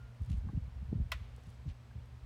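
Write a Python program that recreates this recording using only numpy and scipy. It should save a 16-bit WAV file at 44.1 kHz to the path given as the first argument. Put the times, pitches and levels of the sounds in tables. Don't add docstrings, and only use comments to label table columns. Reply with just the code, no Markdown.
import sys
import numpy as np
from scipy import signal
from scipy.fft import rfft, irfft
from scipy.io import wavfile
from scipy.ndimage import uniform_filter1d

SR = 44100
rng = np.random.default_rng(int(sys.argv[2]) if len(sys.argv) > 2 else 0)


def to_wav(sig):
    pcm = np.clip(np.atleast_2d(sig), -1, 1) * 32767
    pcm = np.round(pcm).astype(np.int16)
    wavfile.write(sys.argv[1], SR, pcm.T)


def elevation(decibels):
    levels = np.asarray(decibels, float)
    return 10 ** (levels / 20)


N = 99225


def evened(x):
    return x / np.sqrt(np.mean(x ** 2) + 1e-20)


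def add(mix, start_s, sound):
    at = round(start_s * SR)
    part = mix[max(at, 0):][:len(sound)]
    part += sound[:len(part)]


def band(x, hz, width_hz):
    turn = np.exp(2j * np.pi * hz * np.arange(len(x)) / SR)
    r = np.exp(-np.pi * width_hz / SR)
    once = signal.lfilter([1 - r], [1, -r], x / turn)
    twice = signal.lfilter([1 - r], [1, -r], once)
    return 2 * (turn * twice).real


def hiss(points, size):
    f, db = np.transpose(points)
    hz = np.fft.rfftfreq(size, 1 / SR)
    gain = elevation(np.interp(np.log(hz + 1), np.log(f + 1), db))
    return evened(irfft(rfft(rng.standard_normal(size)) * gain, size))


def wavering(hz, db, waver_hz):
    drift = waver_hz * evened(uniform_filter1d(rng.standard_normal(N), 2000))
    cycles = np.cumsum(hz + drift) / SR + rng.random()
    return np.sqrt(2) * elevation(db) * np.sin(2 * np.pi * cycles)


def swell(t, rise_s):
    return 1 - np.exp(-(t / rise_s) ** 2)


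def decay(t, db, t60_s):
    return elevation(db - 60 * t / t60_s)


def pulse():
    # f/Hz, level re ring_db/dB, t60/s
    case_modes = [(575, -12, .06), (660, -9, .055), (1030, -6, .052), (1290, -9, .045), (1450, -6, .05),
                  (1990, -6, .06), (2085, 4, .018), (2530, -5, .04), (2750, -4, .03), (3130, -6, .03),
                  (3390, -6, .04), (4150, -5, .028), (5320, -7, .03), (12000, -15, .014),
                  (15200, -11, .014)]
    # f/Hz, relative level/dB per Hz
    crack_spectrum = [(400, -30), (540, -10), (830, -20), (1080, -6), (1650, -8), (1960, -4), (3400, -9),
                      (5400, -19), (16000, -38)]
    # f/Hz, relative level/dB per Hz
    spark_spectrum = [(4000, -31), (8000, 1), (15600, -8), (16600, -50)]
    start_s, rise_s, spark_rise_s = 1.1172, .0016, .001
    ring_db, rise_cycles = -29.5, 1.6
    t = np.arange(SR // 2) / SR
    ring = sum(swell(t, rise_s + rise_cycles / hz) * decay(t, db, t60_s) * np.sin(2 * np.pi * hz * t)
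               for hz, db, t60_s in case_modes)
    crack, echo, tail = decay(t, -32, .033), decay(t, -39, .085), decay(t, -61.5, .93)
    noise = swell(t, rise_s) * (crack + echo + tail) * hiss(crack_spectrum, len(t))
    spark = swell(t, spark_rise_s) * decay(t, -41, .017) * hiss(spark_spectrum, len(t))
    out = np.zeros(N)
    add(out, start_s, spark + elevation(ring_db) * ring + noise)
    return out


def rumble():
    # t/s, level/dB
    rumble_curve = [(0.0, -45.5), (0.23, -63), (0.37, -40), (0.44, -41.5), (0.71, -43.5), (1.1, -45),
                    (1.24, -50), (1.95, -55), (2.14, -48.5), (2.25, -56.5)]
    s, db = np.transpose(rumble_curve)
    t = np.arange(N) / SR
    return elevation(np.interp(t, s, db)) * evened(band(rng.standard_normal(N), 62, 26.7))


def thumps():
    # centre t/s, envelope level/dB, f at centre/Hz, 1/e half-width of the fall/cycles
    thump_table = [(0.219, -28, 80.4, 1.56), (0.29, -33.5, 90, 1.7), (0.31, -26, 111, 0.86),
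                   (0.334, -27.5, 63.7, 1.73), (0.347, -39.5, 167, 1.8), (0.381, -28, 62, 1.1),
                   (0.447, -33, 80, 0.94), (.457, -45, 192, 0.25), (0.473, -26.5, 63.5, 0.28),
                   (0.496, -32.5, 127, 0.55), (0.536, -33.5, 195, 0.81), (0.555, -25.5, 66.4, 1),
                   (0.578, -24, 111, 0.77), (0.622, -33, 55, 0.26), (0.684, -41, 110, 1.1),
                   (0.829, -31.5, 93.5, 0.51), (0.851, -34, 64.4, 0.58), (0.894, -37, 95, 2.3),
                   (0.93, -23, 184, 0.51), (0.96, -25.5, 119, 1.1), (0.982, -49.5, 284, 1.6),
                   (0.987, -31.5, 69.4, 0.78), (1.002, -34, 165, 1), (1.014, -23, 64, 1.36),
                   (1.062, -40.5, 113, 1.4), (1.155, -34.5, 68.4, 1.17), (1.217, -36, 83, 1.4),
                   (1.478, -38.5, 117, 1.13), (1.666, -32.5, 112, 0.81), (1.679, -29, 91.4, 1.12),
                   (1.704, -35, 62, 1.75), (1.963, -36, 97, 1.26), (1.985, -38, 88, 0.91),
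                   (2.234, -40, 55, 0.93)]
    sag, onset = .54, .6
    scrub_db, scrub_s, scrub_hz, scrub_width_hz = -16, .012, 191, 100
    t = np.arange(N) / SR
    scrub = elevation(scrub_db) * evened(band(rng.standard_normal(N), scrub_hz, scrub_width_hz))
    out = np.zeros(N)
    for centre_s, db, hz, cycles in thump_table:
        u = np.clip((t - centre_s) * hz, -8, 8)
        envelope = np.exp(-(u / (cycles * np.where(u < 0, onset, 1))) ** 2)
        swing = envelope * np.cos(2 * np.pi * (u - sag * u * np.tanh(u) / 2 + rng.random()))
        rough = scrub * hz / scrub_hz * np.exp(-((t - centre_s) / scrub_s) ** 2)
        out += elevation(db) * (swing + rough)
    return out


def knocks():
    # t/s, level/dB of a mode at the favoured f before rise and decay, favoured f/Hz
    knock_table = [(.487, -48, 1050), (.497, -48, 600), (.926, -41, 480), (1.377, -55, 850),
                   (1.381, -49, 420), (1.388, -59, 900), (1.91, -56, 1500)]
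    shell_modes = [458, 807, 1093, 1600]
    t60_s, reach_octaves, rise_s = .033, .65, .002
    t = np.arange(3000) / SR
    out = np.zeros(N)
    for s, db, favoured_hz in knock_table:
        body = sum(np.exp(-(np.log2(hz / favoured_hz) / reach_octaves) ** 2)
                   * np.sin(2 * np.pi * (hz * t + rng.random())) for hz in shell_modes)
        add(out, s, decay(t, db, t60_s) * np.minimum(t / rise_s, 1) * body)
    return out


def ticks():
    # t/s, initial level/dB rms
    tick_table = [(0.2204, -64), (0.2345, -68), (0.248, -66), (0.261, -65.5), (0.373, -66), (0.3824, -67),
                  (1.363, -61), (1.436, -64.5), (1.4691, -66), (1.4926, -67), (1.502, -62.5), (2.0577, -67)]
    tick_hz, width_hz, t60_s = 7500, 7000, .011
    t = np.arange(3000) / SR
    out = np.zeros(N)
    for s, db in tick_table:
        noise = evened(band(rng.standard_normal(len(t)), tick_hz, width_hz))
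        add(out, s, decay(t, db, t60_s) * noise)
    return out


def brushes():
    # centre t/s, 1/e full width/s, level before low-pass/dB, low-pass f/Hz
    brush_table = [(0.301, 0.0059, -64.5, 12000), (0.318, 0.0063, -62, 16000), (0.334, 0.012, -66.5, 8900),
                   (0.316, 0.17, -72, 9900), (1.476, 0.26, -74, 10000), (1.697, 0.047, -63.5, 5000)]
    # f/Hz, relative level/dB per Hz
    brush_spectrum = [(1200, -8), (3000, 0), (6000, -6), (9000, -8), (15000, -17)]
    grains_per_s, spread_db = 5000, 3
    t = np.arange(N) / SR
    slip_gain = elevation(spread_db * np.minimum(rng.exponential(1, N), 4))
    slips = (rng.random(N) < grains_per_s / SR) * slip_gain
    rub = evened(uniform_filter1d(slips, size=30)) * hiss(brush_spectrum, N)
    out = np.zeros(N)
    for centre_s, width_s, db, top_hz in brush_table:
        envelope = np.exp(-(2 * (t - centre_s) / width_s) ** 2)
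        out += elevation(db) * envelope * signal.lfilter(*signal.butter(2, top_hz, fs=SR), rub)
    return out


def hum():
    # f/Hz, level/dB rms, waver/Hz rms
    hum_tones = [(120, -55, 0.55), (235.7, -73, 5.2), (11840, -96.5, 67)]
    return sum(wavering(*tone) for tone in hum_tones)


def whine():
    # t/s, f/Hz
    whine_curve = [(0, 8150), (1.34, 8150), (1.35, 7900), (1.6, 7900), (2.25, 8110)]
    hz = np.interp(np.arange(N) / SR, *np.transpose(whine_curve))
    return wavering(hz, db=-92, waver_hz=22)


def fading_ring():
    t = np.arange(N) / SR
    return decay(t, -64, .6) * np.sin(2 * np.pi * 1410 * t)


def air():
    # f/Hz, relative level/dB per Hz
    air_spectrum = [(30, -46), (60, -13.5), (127, -4), (150, -18), (245, -19.5), (310, -27), (450, -23),
                    (900, -26), (2500, -33), (5000, -40.5), (9000, -49.5), (15500, -56.5)]
    return elevation(-60) * hiss(air_spectrum, N)


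def scene():
    handling = rumble() + thumps() + knocks() + ticks() + brushes()
    return (pulse() + handling + hum() + whine() + fading_ring() + air())[None]


def roll_off(x):
    return signal.sosfilt(signal.butter(12, 16490, fs=SR, output="sos"), x)


def record(dry):
    low_cut_hz = 55
    mix = signal.lfilter(*signal.butter(2, low_cut_hz, "high", fs=SR), dry)
    return roll_off(mix)


dry = scene()
out = record(dry)
to_wav(out)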